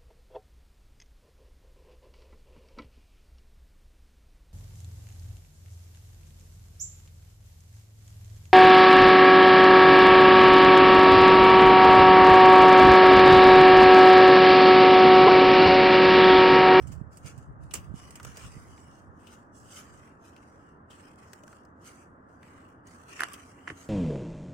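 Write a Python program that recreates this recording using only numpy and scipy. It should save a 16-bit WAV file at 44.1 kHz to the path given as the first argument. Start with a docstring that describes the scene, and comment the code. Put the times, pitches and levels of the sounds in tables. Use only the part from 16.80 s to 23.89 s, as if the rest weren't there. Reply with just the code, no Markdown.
"""At first a breeze buffets two microphone ports, with dull low bumps, over a steady distant roar: filtered noise.
Throughout, weeds are pulled by hand beside a house: leaves brush, handfuls strain until they give, roots tear
and stems snap, built from coloured clicks and hiss with short resonances; the wall adds a short echo of noise taps.
Near the end a thick stalk cracks twice in quick splinters, as brief sine rings with noise edges and crunching
fibres, with dull thuds among and after them; a faint wavering sine hum joins the last half second."""
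import sys
import numpy as np
from scipy import signal
from scipy.fft import rfft, irfft
from scipy.io import wavfile
from scipy.ndimage import uniform_filter1d

SR = 44100
rng = np.random.default_rng(int(sys.argv[2]) if len(sys.argv) > 2 else 0)


def materialize(psi):
    """Save the field psi as 16-bit PCM at rate SR to the path in sys.argv[1].

    A 1-D psi becomes a single channel; in a 2-D psi each row is a channel.
    """
    bounded = np.clip(np.atleast_2d(psi).T, -1, 1)
    quanta = np.round(bounded * 32767).astype(np.int16)
    wavfile.write(sys.argv[1], SR, quanta)


N = 312644
TIME = np.arange(N) / SR  # s
HALVES = np.array([[0.5], [-0.5]])  # shares a left-right level difference between the ports

# direction of the near sounds: hz, left_minus_right_db
PORT_BALANCE = [(200, -2.5), (800, -0.5), (1400, -1), (2200, -1), (2900, 8), (4400, 2.5), (6500, 2),
                (8500, -20), (11000, -11), (13500, -1), (16000, -12)]
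# splinters of the thick stalk: start_s, peak_db (right port), ring_hz, length_s (the ring peaks after 0.88 of it),
# edge_db (the edge starts 0.5 dB below peak_db + edge_db, before colouring), edge_top_hz
SPLINTERS = [(6.3945, -26, 1900, .0004, -20, 4000), (6.3968, -26, 2100, .0004, -15, 4000),
             (6.4038, -25, 1900, .0004, -6, 10000), (6.4065, -12.5, 1580, .00098, -9, 14000),
             (6.4202, -19.5, 1560, .0006, -12, 12000), (6.4338, -14.5, 1610, .00092, -25, 12000),
             (6.4354, -21, 1600, .00055, 1, 12000), (6.8754, -26, 1810, .00055, -14, 5000),
             (6.8783, -21.5, 1790, .0007, -12, 5000), (6.8908, -34, 2000, .00064, -5, 8900),
             (6.9017, -23.5, 1860, .00065, -7, 4500)]


def amp(db):
    """A level in decibels is 20 times the logarithm of the amplitude ratio returned."""
    return 10 ** (np.asarray(db) / 20)


def unit(x):
    """Mean power sets the level: scales to an rms of 1."""
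    return x / np.sqrt(np.mean(x ** 2) + 1e-20)


def read(points, hz):
    """Pitch is logarithmic in frequency: interpolates a table on a log-frequency axis."""
    f, value = np.transpose(points)
    return np.interp(np.log(hz + 1), np.log(f + 1), value)


def curve(rows):
    """A line in decibels is an exponential in amplitude: joins (s, dB) rows, near silence outside."""
    return np.interp(TIME, *np.transpose(rows), left=-120, right=-120)


def add(mix, s, sound):
    """Superposition: adds a sound to the mix in place, from time s."""
    part = mix[..., max(round(s * SR), 0):][..., :sound.shape[-1]]
    part += sound[..., :part.shape[-1]]


def together(gains):
    """Unrelated sounds add in power: their joint gain."""
    return np.sqrt(sum(gain ** 2 for gain in gains))


def stroke(start, length, rise_db_per_s, fall_db_per_s, sag_db_per_s=0):
    """Exponential growth and decay: gain rises until start, sags while held, then falls away."""
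    t = TIME - start
    db = rise_db_per_s * np.minimum(t, 0)
    db -= sag_db_per_s * np.clip(t, 0, length)
    db -= fall_db_per_s * np.maximum(t - length, 0)
    return amp(np.maximum(db, -120))


def colour(x, spectrum, balance=((1, 0), (2, 0)), size=4096):
    """Minimum-phase filtering: a causal two-channel filter of unit power gain, by folding the cepstrum."""
    hz = np.fft.rfftfreq(size, 1 / SR)
    gain = amp(read(spectrum, hz) + HALVES * read(balance, hz))
    cepstrum = irfft(np.log(unit(gain) + 1e-6))
    cepstrum[:, 1:size // 2] *= 2
    cepstrum[:, size // 2 + 1:] = 0
    response = irfft(np.exp(rfft(cepstrum)))
    return signal.oaconvolve(np.atleast_2d(x), response, axes=1)[:, :N]


def crackle(per_s, spread_db, hiss, lag_limit=26):
    """Shot noise: random clicks of uneven size, each with its own port lag in samples, over a smooth hiss."""
    size = amp(spread_db * np.minimum(rng.exponential(1, N), 4)) * rng.choice([-1, 1], N)
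    clicks = size * (rng.random(N) < per_s / SR)
    later = np.minimum(np.arange(N) + rng.integers(0, lag_limit, N), N - 1)
    ports = np.array([clicks, np.bincount(later, clicks, N)])
    return unit(unit(ports) + hiss * rng.standard_normal((2, N)))


def distance(level_db=-54.03):
    """Partial coherence: a dull steady roar whose likeness at the ports varies with frequency."""
    # hz, level_db (per Hz)
    roar = [(20, -14.5), (45, -10), (85, 1), (130, -3.5), (270, -1.5), (400, -7.5), (750, -10.5),
            (1300, -8.5), (1720, -16), (1950, -24.5), (2300, -41.5), (4000, -61), (8000, -59.5),
            (11000, -76), (16000, -64.5)]
    # hz, correlation (left-right likeness, negative when opposed)
    likeness = [(60, 0.87), (130, 0.94), (290, 0.91), (640, 0.26), (1410, -0.68), (3100, 0.94),
                (6820, 0.01), (15000, -0.03)]
    # hz, left_minus_right_db
    tilt = [(100, -0.5), (220, -0.5), (380, -2.5), (700, -3.5), (1300, 0), (2400, 9.5)]
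    a, b = rfft(rng.standard_normal((2, N)))
    same = np.clip(read(likeness, np.fft.rfftfreq(N, 1 / SR)), -1, 1)
    noise = irfft([a, same * a + np.sqrt(1 - same ** 2) * b], N)
    return amp(level_db) * colour(noise, roar, tilt)


def wind():
    """Turbulent pressure is unrelated between ports: a dying breeze, and eddies striking one port each."""
    # hz, level_db (per Hz)
    rumble = [(15, -24), (40, -5.5), (70, 7), (150, 3.5), (220, -10), (350, -25), (600, -28.5),
              (1500, -66.5), (4000, -92)]
    # steady breeze, before the common 3.5 dB cut below: time_s, level_db
    breeze = [(0, -52.5), (1.0, -45.5), (1.5, -52.5), (1.85, -50), (2.45, -61.5), (4, -75)]
    # eddies, before the same cut: peak_s, peak_db, half_width_s (to 1/e of power), port (0 left, 1 right)
    gusts = [(.06, -33, 0.062, 1), (.19, -35.5, 0.06, 1), (.285, -40, 0.013, 1), (0.457, -30, 0.013, 1),
             (.575, -34, 0.02, 1), (.7, -34, 0.014, 0), (.82, -37, 0.033, 1), (.99, -38, .02, 0),
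             (1.11, -33.5, 0.032, 1), (1.47, -39, 0.037, 1), (1.655, -39, 0.038, 1),
             (1.665, -37.5, 0.013, 0), (1.775, -38, 0.027, 1), (2.28, -42.5, 0.021, 1),
             (2.84, -48, 0.033, 0), (3.14, -51, 0.06, 1)]
    power = np.tile(amp(curve(breeze)) ** 2, (2, 1))
    for s, db, half_width, port in gusts:
        power[round(port)] += amp(db) ** 2 * np.exp(-((TIME - s) / half_width) ** 2)
    return colour(rng.standard_normal((2, N)), rumble) * np.sqrt(power) * amp(-3.5)


def hum(start_s=6.54, length_s=0.55, level_db=-61.5, pitch_hz=273.4, waver_hz=4, waver_s=0.0464):
    """Frequency modulation: phase is the sum of a pitch that wavers by waver_hz rms in a faint low tone."""
    waver = unit(uniform_filter1d(rng.standard_normal(N), int(waver_s * SR)))
    level = amp(level_db) * stroke(start_s, length_s, rise_db_per_s=350, fall_db_per_s=350)
    phase = 2 * np.pi * np.cumsum(pitch_hz + waver_hz * waver) / SR
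    return level * np.sqrt(2) * np.sin(phase)


def yard(x, echo_db):
    """Diffuse reverberation: wall and eaves return sparse random taps that decay by frequency."""
    # hz, t60_s
    reverberation = [(200, .35), (1500, 0.49), (4000, 0.05), (8000, 0.11), (15000, 0.26)]
    t = np.arange(SR // 2) / SR
    taps = rng.standard_normal((2, len(t))) * (rng.random((2, len(t))) < .15) * (t > .004)
    hz, when, z = signal.stft(taps, SR, nperseg=256)
    decay = amp(-60 * when / read(reverberation, hz)[:, None])
    tail = signal.istft(z * decay, SR, nperseg=256)[1]
    return x + amp(echo_db) * signal.oaconvolve(x, tail / np.linalg.norm(tail[0]), axes=1)[:, :N]


def thuds():
    """Heavy damping: short low pushes swell and die with hardly any ring."""
    # start_s, peak_db (of the right envelope), pitch_hz, swell_s, left_minus_right_db
    bumps = [(.102, -29, 152, 0.0028, -9), (0.213, -23, 155, 0.0027, -27), (1.14, -23.5, 169, 0.002, -30),
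             (1.492, -32.5, 145, 0.0024, -22), (1.766, -34.5, 167, 0.0022, -2.5),
             (6.409, -55, 220, 0.0049, 2), (6.432, -34.5, 380, 0.0015, -4), (6.899, -42, 154, 0.0061, 1),
             (6.905, -34.5, 367, 0.001, 1), (6.917, -41.5, 304, 0.003, 2), (6.922, -44.5, 91, 0.0077, 1)]
    out, t = np.zeros((2, N)), np.arange(SR // 10) / SR
    for s, db, hz, swell, left_db in bumps:
        push = t / swell * np.exp(1 - t / swell) * np.sin(2 * np.pi * hz * t)
        add(out, s, amp([[db + left_db], [db]]) * push)
    return out


def faint_rings(per_s=1500, spread_db=0.5, cycles=5, count=30):
    """Damped sines: many brief faint rings at random times, over thirty pitches, make the rustle more tonal."""
    out, t = np.zeros((2, N)), np.arange(SR // 50) / SR
    size = amp(spread_db * np.minimum(rng.exponential(1, N), 3)) * (rng.random(N) < per_s / SR)
    choice = rng.integers(0, count, N)
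    pitches = np.linspace(1300, 9000, count) + rng.uniform(-100, 73, count)
    for k, hz in enumerate(pitches):
        phase = 2 * np.pi * (hz * t + rng.random((2, 1)))
        ring = np.sqrt(hz) * np.exp(-t * hz / cycles) * np.sin(phase)  # the root evens out the energy
        out += signal.oaconvolve((size * (choice == k))[None], ring, axes=1)[:, :N]
    return unit(out)


def leaf_grains(clump_db, clump_s, ring_db):
    """Friction by many small contacts: leaves slide past the hands in clumps of clicks, with faint rings."""
    clumps = unit(uniform_filter1d(rng.standard_normal(N), int(clump_s * SR)))
    grains = crackle(per_s=2200, spread_db=1.0, hiss=0.92) + amp(ring_db) * faint_rings()
    return unit(grains) * amp(clump_db * clumps - 1.0)


def patchy(x, patchy_db=5, patch_hz=300, patch_s=.09):
    """Random time-frequency gain: bands of the rustle swell and fade in irregular patches."""
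    hz, _, z = signal.stft(x, SR, nperseg=512)
    patches = rng.standard_normal(z.shape[1:])
    patches = uniform_filter1d(patches, max(round(patch_hz / hz[1]), 1), axis=0)
    patches = uniform_filter1d(patches, max(round(patch_s * SR / 256), 1), axis=1)
    gain = amp(patchy_db * np.minimum(unit(patches), 1.5))
    return signal.istft(z * unit(gain), SR, nperseg=512)[1][:, :N]


def rustle():
    """Contact excitation: an arm sweeps the leaves; each click fizzes at the edge and knocks the blade."""
    # start_s, length_s, level_db (of the gain on the grains), body_db (knocks are 1.5 dB below this, re fizz)
    brushes = [(0.0, 0.13, -65.5, 0.5), (0.332, 0.025, -62.5, -3.5), (.56, 0.065, -70.5, -1),
               (0.826, 0.0071, -66.5, -2.5), (0.919, 0.096, -60, -1.5), (1.157, 0.12, -58, 0.5),
               (1.328, .1, -64.5, 4.5), (1.445, 0.1, -57, 2.5), (1.563, 0.11, -53.5, 2),
               (1.719, 0.47, -60, 1.5), (2.403, 0.19, -70.5, 1), (2.752, 0.22, -62.5, -21),
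               (2.993, 0.28, -63.5, 5.5), (3.535, 0.36, -71, 5.5), (4.113, .18, -64, 5.5),
               (4.386, 0.2, -66, 3.5), (4.672, 0.094, -66, 3.5), (5.097, 0.098, -63, 2.5),
               (5.397, 0.087, -92, 1.5), (5.497, 0.16, -77, -3), (5.631, 0.26, -68, 9),
               (6.073, 0.46, -63.5, 4.5), (6.293, 0.21, -54.5, 6.5), (6.508, 0.2, -59.5, 5.5),
               (6.78, 0.44, -70, 10)]
    # blade knocks: hz, level_db (per Hz)
    blade = [(100, -26), (400, 1.5), (800, -11), (1100, 13.5), (1380, 5), (1750, 7), (2250, 2), (2850, 2.5),
             (3600, -16), (6000, -42.5)]
    # edge fizz: hz, level_db (per Hz)
    leaf_edge = [(500, -57), (2200, -28.5), (2900, -3.5), (3800, -12), (4800, 0.5), (6500, 3), (8200, -1),
                 (9200, -7), (10500, -7.5), (12300, -14.5), (13500, -10), (15500, -15)]
    fizz_gains, knock_gains = [], []
    for s, length, db, body_db in brushes:
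        # the leaves are met, the arm slows, the leaves settle
        gain = amp(db) * stroke(s, length, rise_db_per_s=768.5, fall_db_per_s=167, sag_db_per_s=18.5)
        fizz_gains.append(gain)
        knock_gains.append(gain * amp(body_db - 1.5))
    grains = leaf_grains(clump_db=1.7, clump_s=.0093, ring_db=-9)
    fizz = colour(grains * together(fizz_gains), leaf_edge, PORT_BALANCE)
    knocks = colour(grains * together(knock_gains), blade, PORT_BALANCE)
    return patchy(fizz + knocks)


def tugs(sharpness=10):
    """Friction under load: the scrape swells with strain and stops as the plant gives; taut stems resonate."""
    # fully_taut_s, level_db (of the gain on the grains), build_up_s (e-folding), ring_db (re scrape gain)
    handfuls = [(0.461, -48.5, .012, -3), (1.47, -60, .01, 7.5), (1.62, -57, 0.025, 5.5),
                (2.522, -57.5, 0.055, 3.5), (2.972, -46.5, 0.051, -4.5), (3.459, -58.5, 0.022, -6.5),
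                (5.058, -52, 0.019, -2), (6.39, -57, 0.049, -9), (7.015, -53.5, 0.051, -10)]
    # pitch_hz, level_db
    taut_stems = [(1350, -5.5), (2850, -20.5)]
    # stalks scraping through the fist: hz, level_db (per Hz)
    fist = [(150, -20), (500, 3.5), (1150, 0.5), (1900, 1), (2850, 3), (3700, -7.5), (4800, -1), (6300, 6),
            (8200, -2), (9500, -8), (13000, -8), (15500, -14)]
    scrape_gains, ring_gains = [], []
    for s, db, build_up, ring_db in handfuls:
        rise = 20 / np.log(10) / build_up  # dB per s
        gain = amp(db) * stroke(s, length=0.02, rise_db_per_s=rise, fall_db_per_s=308)
        scrape_gains.append(gain)
        ring_gains.append(gain * amp(ring_db))
    grains = leaf_grains(clump_db=1.65, clump_s=0.023, ring_db=-7)
    scrape = colour(grains * together(scrape_gains), fist, PORT_BALANCE)
    drive = grains + .5 * grains[::-1]  # each port hears some of the other
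    stems = np.zeros((2, N))
    for hz, db in taut_stems:
        ring = unit(signal.lfilter(*signal.iirpeak(hz, sharpness, fs=SR), drive))
        stems += amp(db + HALVES * read(PORT_BALANCE, hz)) * ring
    return patchy(scrape) + stems * together(ring_gains)


def tears(sharpness=9):
    """Sudden release of strain: fibres part in a burst that swells fast, decays and rings the stem."""
    # roots and thin stems: start_s, level_db (of the envelope peak), decay_s, ring_hz, ring_db (re burst)
    snaps = [(0.022, -56, 0.0063, 2900, -12), (0.07, -57, 0.012, 7150, 0.5), (0.115, -52, 0.019, 7140, -12),
             (.37, -52.5, 0.0084, 8200, 0), (.576, -57.5, 0.011, 7760, -7), (0.909, -51.5, 0.006, 2800, 4),
             (0.9366, -29, 0.0089, 7300, -4.5), (0.95, -41, 0.018, 2800, -8.5),
             (1.3052, -49, 0.0072, 8300, -5), (1.354, -44.5, 0.0087, 8300, -9),
             (1.398, -51.5, 0.0052, 1270, 9), (1.429, -48, 0.0057, 8200, -6),
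             (1.4481, -37.5, 0.0038, 1290, -6), (1.57, -40, 0.0066, 5860, -29), (1.978, -59, .003, 2010, 4),
             (2.467, -58, 0.015, 2880, 3), (3.563, -62, 0.004, 2740, 7.5), (4.1, -59, 0.027, 3060, 1),
             (4.358, -62, 0.0021, 7860, -6), (4.532, -40, 0.0027, 1630, -6.5), (4.635, -53, 0.0043, 596, 3),
             (4.678, -50.5, 0.0027, 1540, 1), (4.728, -62, 0.0033, 1450, 13.5),
             (4.85, -63, 0.0038, 5100, -8.5), (5.630, -60, 0.0021, 1850, 10), (6.068, -62, 0.0076, 6350, 6),
             (6.38, -60, 0.0018, 2000, -8), (6.485, -45, 0.0027, 2360, -5), (6.5337, -45, 0.0013, 9300, 7),
             (6.536, -43, 0.0093, 2900, -8)]
    # fibre and leaf: hz, level_db (per Hz)
    fibre = [(100, -26), (400, 8), (1000, 4), (1400, 1.5), (2300, 0.5), (2900, 4), (3800, -10.5), (4800, 1),
             (6500, 3.5), (8200, 0), (9500, -12), (11000, -10.5), (12500, -6.5), (15500, -7)]
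    fibres, t = crackle(per_s=6200, spread_db=1, hiss=0.59), np.arange(SR // 6) / SR
    bursts, rings = np.zeros((2, N)), np.zeros((2, N))
    for s, db, decay, hz, ring_db in snaps:
        rise = .3 * decay
        shape = amp(db) * np.minimum(t / rise, 1) * np.exp(-np.maximum(t - rise, 0) / decay)
        burst = shape * fibres[:, round(s * SR):][:, :len(t)]
        ring = signal.lfilter(*signal.iirpeak(hz, sharpness, fs=SR), burst + .5 * burst[::-1])
        ring = unit(ring * amp(HALVES * read(PORT_BALANCE, hz)))
        size = np.sqrt(np.mean(shape ** 2))  # the energy of the pull, shared out among the fibres
        add(bursts, s, size * unit(burst))
        add(rings, s, size * amp(ring_db) * ring)
    return colour(bursts, fibre, PORT_BALANCE) + rings


def crunch(level_db=-21.5):
    """Progressive fracture: small fibres give way inside the stalk around each splinter."""
    # hz, level_db (per Hz)
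    stalk_body = [(150, -22), (370, -4), (550, -13), (700, -2), (900, -7), (1300, 1), (1600, -7),
                  (2000, -0.5), (2400, -12.5), (2900, -2), (3700, -28.5), (6000, -16.5), (10000, -25),
                  (15000, -82)]
    strain = together(
        amp(db + level_db) * stroke(s, length=0.0053, rise_db_per_s=2200, fall_db_per_s=720)
        for s, db, *_ in SPLINTERS)
    fibres = crackle(per_s=3200, spread_db=1.5, hiss=0.32)
    return colour(fibres * strain, stalk_body) * amp([[-2], [0]])


def stalk(left_db=-3.5, left_lag_s=.00007, edge_s=0.00057):
    """Brittle fracture: each splinter rings the stalk for a few cycles and throws off a sharp noise edge."""
    # hz, level_db (per Hz)
    edge_colour = [(150, -15), (400, -7), (1000, 14), (2900, 0.5), (3800, -1.5), (5000, -1), (8000, -2),
                   (10500, -1.5), (13000, -3), (16000, -32)]
    rings, edges, t = np.zeros((2, N)), np.zeros((2, N)), np.arange(SR // 40) / SR
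    heard = np.maximum(t - np.array([[left_lag_s], [0]]), 0)  # the left port hears the ring later
    for s, db, hz, length, edge_db, top_hz in SPLINTERS:
        u = heard / (0.88 * length)
        swell = (u * np.exp(1 - u)) ** 2
        add(rings, s, -amp(db) * swell * np.sin(2 * np.pi * hz * heard))
        edge = amp(db + edge_db - 0.5) * np.exp(-t / edge_s) * rng.standard_normal((2, len(t)))
        add(edges, s, signal.lfilter(*signal.butter(4, top_hz, fs=SR), edge))
    return rings * amp([[left_db], [0]]) + colour(edges, edge_colour, PORT_BALANCE)


def scene():
    """Superposition: weeding and stalk with their echoes, over thuds, wind, distance and hum."""
    weeding = yard(rustle() + tugs() + tears(), echo_db=-13.5)
    cracking = yard(stalk() + crunch(), echo_db=-24.5)
    return weeding + cracking + thuds() + wind() + distance() + hum()


def record(dry, cutoff_hz=15900):
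    """Band limiting: a linear-phase low-pass filter removes the highest treble."""
    lowpass = signal.firwin(511, cutoff_hz, window=("kaiser", 9), fs=SR)
    return signal.oaconvolve(dry, lowpass[None], "same")


dry = scene()
out = record(dry)
materialize(out)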